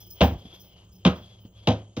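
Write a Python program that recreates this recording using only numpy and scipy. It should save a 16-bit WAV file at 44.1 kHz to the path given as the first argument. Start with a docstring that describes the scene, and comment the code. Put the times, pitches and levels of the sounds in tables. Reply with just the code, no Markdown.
"""A carpeted living room under a ceiling fan, where soft sofa cushions are beaten by hand.
The fan is shaped noise with wavering hums; a small metal trinket tinkles as tiny random contacts set its
modes ringing, over a dying broad treble hiss. Cloth rustles as patchy hiss, with a narrow noisy peak near
3.2 kHz that drifts, a microphone resonance; feet and settling cushions thud as puffs of low noise.
Each blow slaps the cloth with many tiny clicks and pushes air out of the filling, and the room booms and
trails off. Two closely spaced microphone ports pick it up from across the room."""
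import sys
import numpy as np
from scipy import signal
from scipy.fft import rfft, irfft, next_fast_len
from scipy.io import wavfile

SR = 44100
rng = np.random.default_rng(int(sys.argv[2]) if len(sys.argv) > 2 else 0)


def store_pcm(level_fs):
    """Save levels as 16-bit WAV."""
    pcm = np.round(np.clip(level_fs, -1, 1) * 32767).astype(np.int16)
    wavfile.write(sys.argv[1], SR, np.atleast_2d(pcm).T)


N = 88200  # samples: two seconds
# In the tables, t60 is the time a sound takes to fall by 60 dB.


def amp(db):
    """Turn dB into a plain multiplier."""
    return 10 ** (np.asarray(db) / 20)


def unit(x):
    """Scale to an rms (average strength) of 1."""
    return x / np.sqrt(np.mean(x ** 2) + 1e-20)


def at_hz(points, hz, count=1):
    """Read one column of a table at any pitch, sliding between rows over log frequency."""
    p = np.array(points, float)
    return np.interp(np.log(hz + 1), np.log(p[:, 0] + 1), p[:, count])


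def band_filter(x, low, high, order=2):
    """Keep mostly the sound between two frequencies in Hz."""
    return signal.sosfilt(signal.butter(order, [low, high], "band", fs=SR, output="sos"), x)


def drift(rate):
    """Slow random wandering, rms 1: noise smoothed twice at rate Hz, made at every 40th sample."""
    r = np.exp(-2 * np.pi * rate * 40 / SR)
    noise = rng.standard_normal(N // 40 + 2002)
    slow = signal.lfilter([1], [1, -2 * r, r * r], noise)[2000:]  # skip the start-up
    return np.interp(np.arange(N) / 40, np.arange(len(slow)), unit(slow))


def ring(x, hz, t60):
    """A resonance: a click of height 1 sets off a dying sine that starts near height 1."""
    r, w = amp(-60 / (t60 * SR)), 2 * np.pi * hz / SR
    return signal.lfilter([0, np.sin(w)], [1, -2 * r * np.cos(w), r * r], x + 1e-18)


def fall(s, rise, t60):
    """Loudness curve: silent until s, then a smooth rise and an exponential decay."""
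    t = np.maximum(np.arange(N) / SR - s, 0)
    return (1 - np.exp(-(t / rise) ** 2)) * amp(-60 * t / t60)


def bands(source, spectrum, alike, gain):
    """Split noise into third-octaves, each with its level, likeness of the ports and envelope gain(hz)."""
    out = 0
    edges = 25 * 2 ** (np.arange(29) / 3)
    for k, (low, high) in enumerate(zip(edges, edges[1:])):
        # neighbouring bands take turns between two draws
        mid, side = band_filter(source[k % 2], low, high)
        hz = np.sqrt(low * high)
        c = np.clip(at_hz(alike, hz), 0, 1)
        pair = np.sqrt(1 + c) * mid + np.sqrt(1 - c) * side * [[1], [-1]]
        out = out + amp(at_hz(spectrum, hz)) * gain(hz) * pair
    return out


# tone of the fan's air, relative: f/Hz, level/dB (per Hz)
FAN_AIR = [(12, -40), (20, 10.5), (110, -6), (228, -22.5), (301, 0), (1260, -21.5), (1610, -30),
           (1860, -46.5), (2990, -21), (3740, -30), (6360, -42.5), (7310, -17), (9140, -53.5), (13900, -56),
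           (16000, -31.5)]
# how alike the two ports hear steady noise, also used for the rustle: f/Hz, likeness (0 to 1)
STEADY_ALIKE = [(60, 1), (300, .93), (700, .8), (1500, .35), (5000, .4), (15000, .85)]
# the fan's hums: f/Hz, nominal width/Hz, level/dB
FAN_HUMS = [(104, 4.5, -54.5), (181.7, 16, -62), (65.5, 22, -59)]
FAN_AIR_DB = -62


def fan():
    """Moving air is noise whose bands flutter; noise through narrow resonances gives wavering hums."""
    noise = rng.standard_normal((2, 2, N))
    air = unit(bands(noise, FAN_AIR, STEADY_ALIKE, lambda hz: amp(3.1 * drift(10))))
    hum = 0
    for hz, width, db in FAN_HUMS:
        # one extra second lets the resonance settle first
        tone = ring(rng.standard_normal(N + SR), hz, 3.2 / width)[SR:]
        hum = hum + amp(db) * unit(tone)
    return amp(FAN_AIR_DB) * air + hum


# trinket touches, relative: t/s, level/dB, extra level/dB of the lower modes and treble hiss
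TRINKET_TOUCHES = [(0.001, -45, -4.5), (.062, -48, -15), (.102, -35, -12), (.222, -31.5, -9.5),
                   (.245, -72, -10), (.38, -73.5, 10), (.46, -82, -8), (.535, -63.5, 6.5),
                   (.595, -41, -10.5), (0.659, -76, 8), (.84, -69, -3.5), (.915, -54.5, -6),
                   (.95, -65.5, 3), (1.075, -56.5, 4), (1.15, -54.5, -8), (1.40, -53.5, -18.5),
                   (1.45, -69, -23)]
# high and lower ringing modes of the metal, relative: f/Hz, level/dB, t60/s
HIGH_MODES = [(15475, 0, .12), (15530, -1, .12), (15370, -9, .08), (15640, -8, .08)]
LOWER_MODES = [(5040, -9, .05), (5700, -12, .035), (6200, -14, .03), (12700, -3, .04), (11600, -10, .01),
               (9500, -14, .01), (13500, -14, .01)]
# the range of the treble hiss: lowest f/Hz, highest f/Hz
TREBLE_RANGE = (6000, 13500)
TREBLE_DB, RINGING_DB = -10, -5.5  # gains of the treble hiss and of the ringing
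TOUCH_T60_S, CONTACTS_PER_S = 0.24, 2600  # decay of a touch, average contacts per second
MODE_SKIRT_HZ = 500  # each mode is kept mostly within this distance of its pitch


def trinket():
    """Tiny contacts in each touch set the metal's modes ringing, over a dying broad treble hiss."""
    high = sum(amp(db) * fall(s, 0.0027, TOUCH_T60_S) for s, db, _ in TRINKET_TOUCHES)
    lower = sum(amp(db + extra) * fall(s, 0.001, TOUCH_T60_S) for s, db, extra in TRINKET_TOUCHES)
    contacts = rng.random(N) < CONTACTS_PER_S / SR
    out = amp(TREBLE_DB) * band_filter(lower * rng.standard_normal(N), *TREBLE_RANGE)
    for modes, shake in ((HIGH_MODES, high), (LOWER_MODES, lower)):
        for hz, db, t60 in modes:
            ringing = ring(shake * contacts * rng.standard_normal(N), hz, t60)
            mode = band_filter(ringing, hz - MODE_SKIRT_HZ, hz + MODE_SKIRT_HZ, order=1)
            out = out + amp(db + RINGING_DB) * mode
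    return out


# path of the rustle, in parts, level relative: t/s, level/dB, f/Hz (centre of the noisy peak)
RUSTLE_PATH = [
    [(0.0, -62, 3360), (0.086, -67.5, 3130), (0.094, -71, 3150), (0.118, -66.5, 3210), (0.124, -73, 3190),
     (0.166, -62.5, 3130), (0.19, -58, 3150)],
    [(0.36, -62.5, 3170), (0.368, -64.5, 3220), (0.538, -55, 3400), (0.636, -68.5, 3230),
     (0.782, -61.5, 2970), (0.922, -78, 3170), (1.03, -70, 3060)],
    [(1.19, -61, 3290), (1.352, -63, 3320), (1.438, -71.5, 3040), (1.454, -61, 3020), (1.506, -81, 3070),
     (1.57, -61.5, 3260), (1.66, -64, 3350)],
    [(1.8, -64.5, 3130), (1.868, -71, 3100), (1.878, -73, 3130), (1.91, -76.5, 3100), (1.934, -69.5, 3080),
     (1.95, -77.5, 3100)],
]
# tone of the cloth's hiss, relative: f/Hz, level/dB (per Hz)
CLOTH_TONE = [(290, -22.5), (500, 3.5), (923, -5), (1960, -16), (2630, -4.5), (3330, -9), (4460, -9),
              (6240, -18.5), (7370, -115.5), (7690, -45.5), (12300, -13.5), (14000, -43)]
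HISS_DB, PEAK_DB = 0.5, -3
PEAK_WIDTH_HZ = 300


def rustle():
    """Cloth drags on cloth: patchy hiss with a narrow noisy drifting peak, as a microphone resonance."""
    points = np.array([row for part in RUSTLE_PATH for row in part])
    time = np.arange(N) / SR
    db = np.interp(time, points[:, 0], points[:, 1])
    hz = np.interp(time, points[:, 0], points[:, 2])
    shared = drift(27)  # wandering common to all bands
    noise = rng.standard_normal((2, 2, N))
    hiss = bands(noise, CLOTH_TONE, STEADY_ALIKE, lambda hz: amp(2.2 * shared + 1.1 * drift(45)))
    patchy = amp(0.83 * drift(42))
    # low noise carried up to the drifting centre of the peak
    low_pass = signal.butter(2, PEAK_WIDTH_HZ / 2, fs=SR, output="sos")
    slow = signal.sosfilt(low_pass, rng.standard_normal((2, N)))
    turn = 2 * np.pi * np.cumsum(hz) / SR
    peak = slow[0] * np.cos(turn) + slow[1] * np.sin(turn)
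    return amp(db) * (amp(HISS_DB) * unit(hiss) + amp(PEAK_DB) * patchy * unit(peak))


# soft thuds of feet and settling cushions: t/s, level/dB (before the envelope), f/Hz
SOFT_THUDS = [(0.319, -22.5, 99.3), (.355, -27.5, 79.7), (.452, -35.5, 210), (0.528, -44.5, 280),
              (1.197, -47.5, 606), (1.45, -39, 194)]
THUD_T60_S = 0.067


def thuds():
    """Soft contacts make dull puffs: short bursts of noise in a band around each pitch."""
    out = 0
    for s, db, hz in SOFT_THUDS:
        puff = band_filter(rng.standard_normal(N), hz / 2.4, hz * 1.3)
        out = out + amp(db) * unit(puff) * fall(s, 0.0014, THUD_T60_S)
    return out


# the blows: t/s, then level/dB around each pitch of BLOW_PITCHES
BLOW_LEVELS = [(0.206, -14.5, -17, -16, -16.5, -17, -15, -13, -21, -24, -13.5, -30.5),
               (1.049, -26.5, -26, -11.5, -22.5, -19.5, -19.5, -24.5, -17.5, -27.5, -16, -34),
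               (1.671, -32.5, -16, -19, -21, -22.5, -18.5, -18.5, -26, -32, -17.5, -32.5),
               (1.965, -39, -26, -32.5, -29, -36.5, -34.5, -45.5, -40.5, -43.5, -36, -43)]
# the pitches of those levels: f/Hz
BLOW_PITCHES = [75, 105, 190, 255, 370, 500, 800, 1100, 1700, 3200, 5300]


def colour(row, hz):
    """A blow's gain at hz, against the mean dB of the first three blows."""
    mean = np.mean(np.array(BLOW_LEVELS)[:3, 1:], axis=0)
    return amp(np.interp(np.log(hz), np.log(BLOW_PITCHES), np.array(row[1:]) - mean))


# low resonances of room and sofa, relative: f/Hz, level/dB, t60/s
BOOM_MODES = [(77.2, 6, .28), (104.1, 3, 0.25), (135.3, -6, 0.22), (188, 3.5, 0.15), (208.3, 5, 0.07),
              (252, 1.5, 0.18), (357.5, -12, 0.29), (493.4, 1.5, 0.14), (596, -15, 0.14),
              (656.5, -10.5, .16), (800, -9.5, 0.19), (920, -11, 0.12), (1046, -11.5, .12)]
BOOM_DB, PUSH_T60_S = -51, 0.04
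PUSH_ROUGH = 2.0  # noise in the push, against a sine of height 1


def boom():
    """Each blow is a short rough push that sets the low resonances ringing."""
    out = 0
    for hz, db, t60 in BOOM_MODES:
        rise = at_hz(BLOW_SHAPE, hz)
        push = sum(colour(b, hz) * fall(b[0], rise, PUSH_T60_S) for b in BLOW_LEVELS)
        swing = np.sin(2 * np.pi * (hz * np.arange(N) / SR + rng.random()))
        rough = PUSH_ROUGH * rng.standard_normal(N)
        out = out + amp(db) * ring(push * (swing + rough), hz, t60)
    return amp(BOOM_DB) * out


# basic tone of a blow, relative: f/Hz, level/dB (per Hz)
BLOW_TONE = [(88, -29), (150, -5.5), (209, -3.5), (422, -11.5), (504, -4.5), (821, -11), (888, -16.5),
             (1040, -13), (1100, -19), (1830, -29.5), (3290, -20), (3920, -32.5), (6510, -42), (9260, -78),
             (12400, -53.5), (14500, -54.5), (16000, -30)]
# how a blow swells and dies: f/Hz, rise/s, t60/s of the blow, t60/s of the room, room level/dB (relative)
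BLOW_SHAPE = [(59, 0.019, 0.26, 1, -24.5), (200, 0.0098, 0.18, 0.36, -15.5),
              (600, 0.0067, 0.088, 0.27, -10.5), (1700, 0.0039, 0.088, .25, -3.5),
              (3200, 0.0023, 0.11, .22, -9.5), (7000, 0.0018, 0.15, 0.3, -14)]
# how alike the ports hear the slaps, then the room's tail: f/Hz, likeness (0 to 1)
SLAP_ALIKE = [(60, 1), (700, .99), (1400, .7), (3000, .85), (5500, .4), (8000, .6), (15000, .99)]
ROOM_ALIKE = [(60, 1), (300, .98), (700, .9), (1500, .5), (5000, .5), (15000, .9)]
SLAPS_PER_S, SLAP_SPREAD_DB = 2500, 3.5  # average clicks per second, spread of their sizes
BLOW_DB, ROOM_RISE_S = 11.5, 0.014  # overall gain, extra rise time of the room's tail


def blows():
    """Uneven contacts, each band rising and dying at its own pace, then the room's smooth tail."""
    sizes = amp(SLAP_SPREAD_DB * np.minimum(rng.exponential(1, (2, N)), 4))
    signs = rng.choice([-1, 1], (2, 2, N))
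    contacts = rng.random((2, N)) < SLAPS_PER_S / SR
    slaps = unit(sizes * signs * contacts)

    def direct(hz):
        """Envelope of the slaps in one band."""
        rise, t60 = at_hz(BLOW_SHAPE, hz), at_hz(BLOW_SHAPE, hz, count=2)
        return sum(colour(b, hz) * fall(b[0], rise, t60) for b in BLOW_LEVELS)

    def tail(hz):
        """Envelope of the room's answer in one band."""
        rise, t60, room_db = (at_hz(BLOW_SHAPE, hz, count=k) for k in (1, 3, 4))
        return amp(room_db) * sum(colour(b, hz) * fall(b[0], ROOM_RISE_S + rise, t60) for b in BLOW_LEVELS)

    slap_sound = bands(slaps, BLOW_TONE, SLAP_ALIKE, direct)
    room_sound = bands(rng.standard_normal((2, 2, N)), BLOW_TONE, ROOM_ALIKE, tail)
    return amp(BLOW_DB) * (slap_sound + room_sound)


def scene():
    """All sources together, from the background to the blows."""
    return fan() + trinket() + rustle() + thuds() + boom() + blows()


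# microphone colour of what the ports share: f/Hz, level/dB
SUM_COLOUR = [(2000, 0), (2600, 0), (3300, 5), (4000, 0), (6700, -1), (7400, -14.5), (10000, -5),
              (12000, -8.5), (14500, -4.5), (15400, -10)]
# difference between the ports added from their shared sound: f/Hz, level/dB (against it), phase/radians
PORT_DIFFERENCE = [(60, -41.5, -3), (150, -32.5, -3), (350, -26, -5), (700, -28, -2), (1400, -2, -1.67),
                   (2790, -4, -1.0), (5600, 0.5, -1.48), (7550, 9, -1.63), (11200, 8.5, -1.5),
                   (13000, -12.5, -1.7), (15500, -27.5, -0.4)]
RUMBLE_CUT_HZ, TOP_CUT_HZ = 42.7, 16700


def record(dry):
    """The two ports differ in phase and level by frequency and colour the sound; rumble and top are cut."""
    size = next_fast_len(N + 2048)
    hz = np.arange(size // 2 + 1) * SR / size
    both = rfft(dry[0] + dry[1], size) / 2
    own = rfft(dry[0] - dry[1], size) / 2
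    both = both * amp(at_hz(SUM_COLOUR, hz))
    turn = np.exp(1j * at_hz(PORT_DIFFERENCE, hz, count=2))
    apart = own + both * amp(at_hz(PORT_DIFFERENCE, hz)) * turn
    ports = irfft([both + apart, both - apart], size)[:, :N]
    ports = signal.sosfilt(signal.butter(3, RUMBLE_CUT_HZ, "high", fs=SR, output="sos"), ports)
    return signal.sosfilt(signal.cheby2(12, 70, TOP_CUT_HZ, fs=SR, output="sos"), ports)


dry = scene()
out = record(dry)
store_pcm(out)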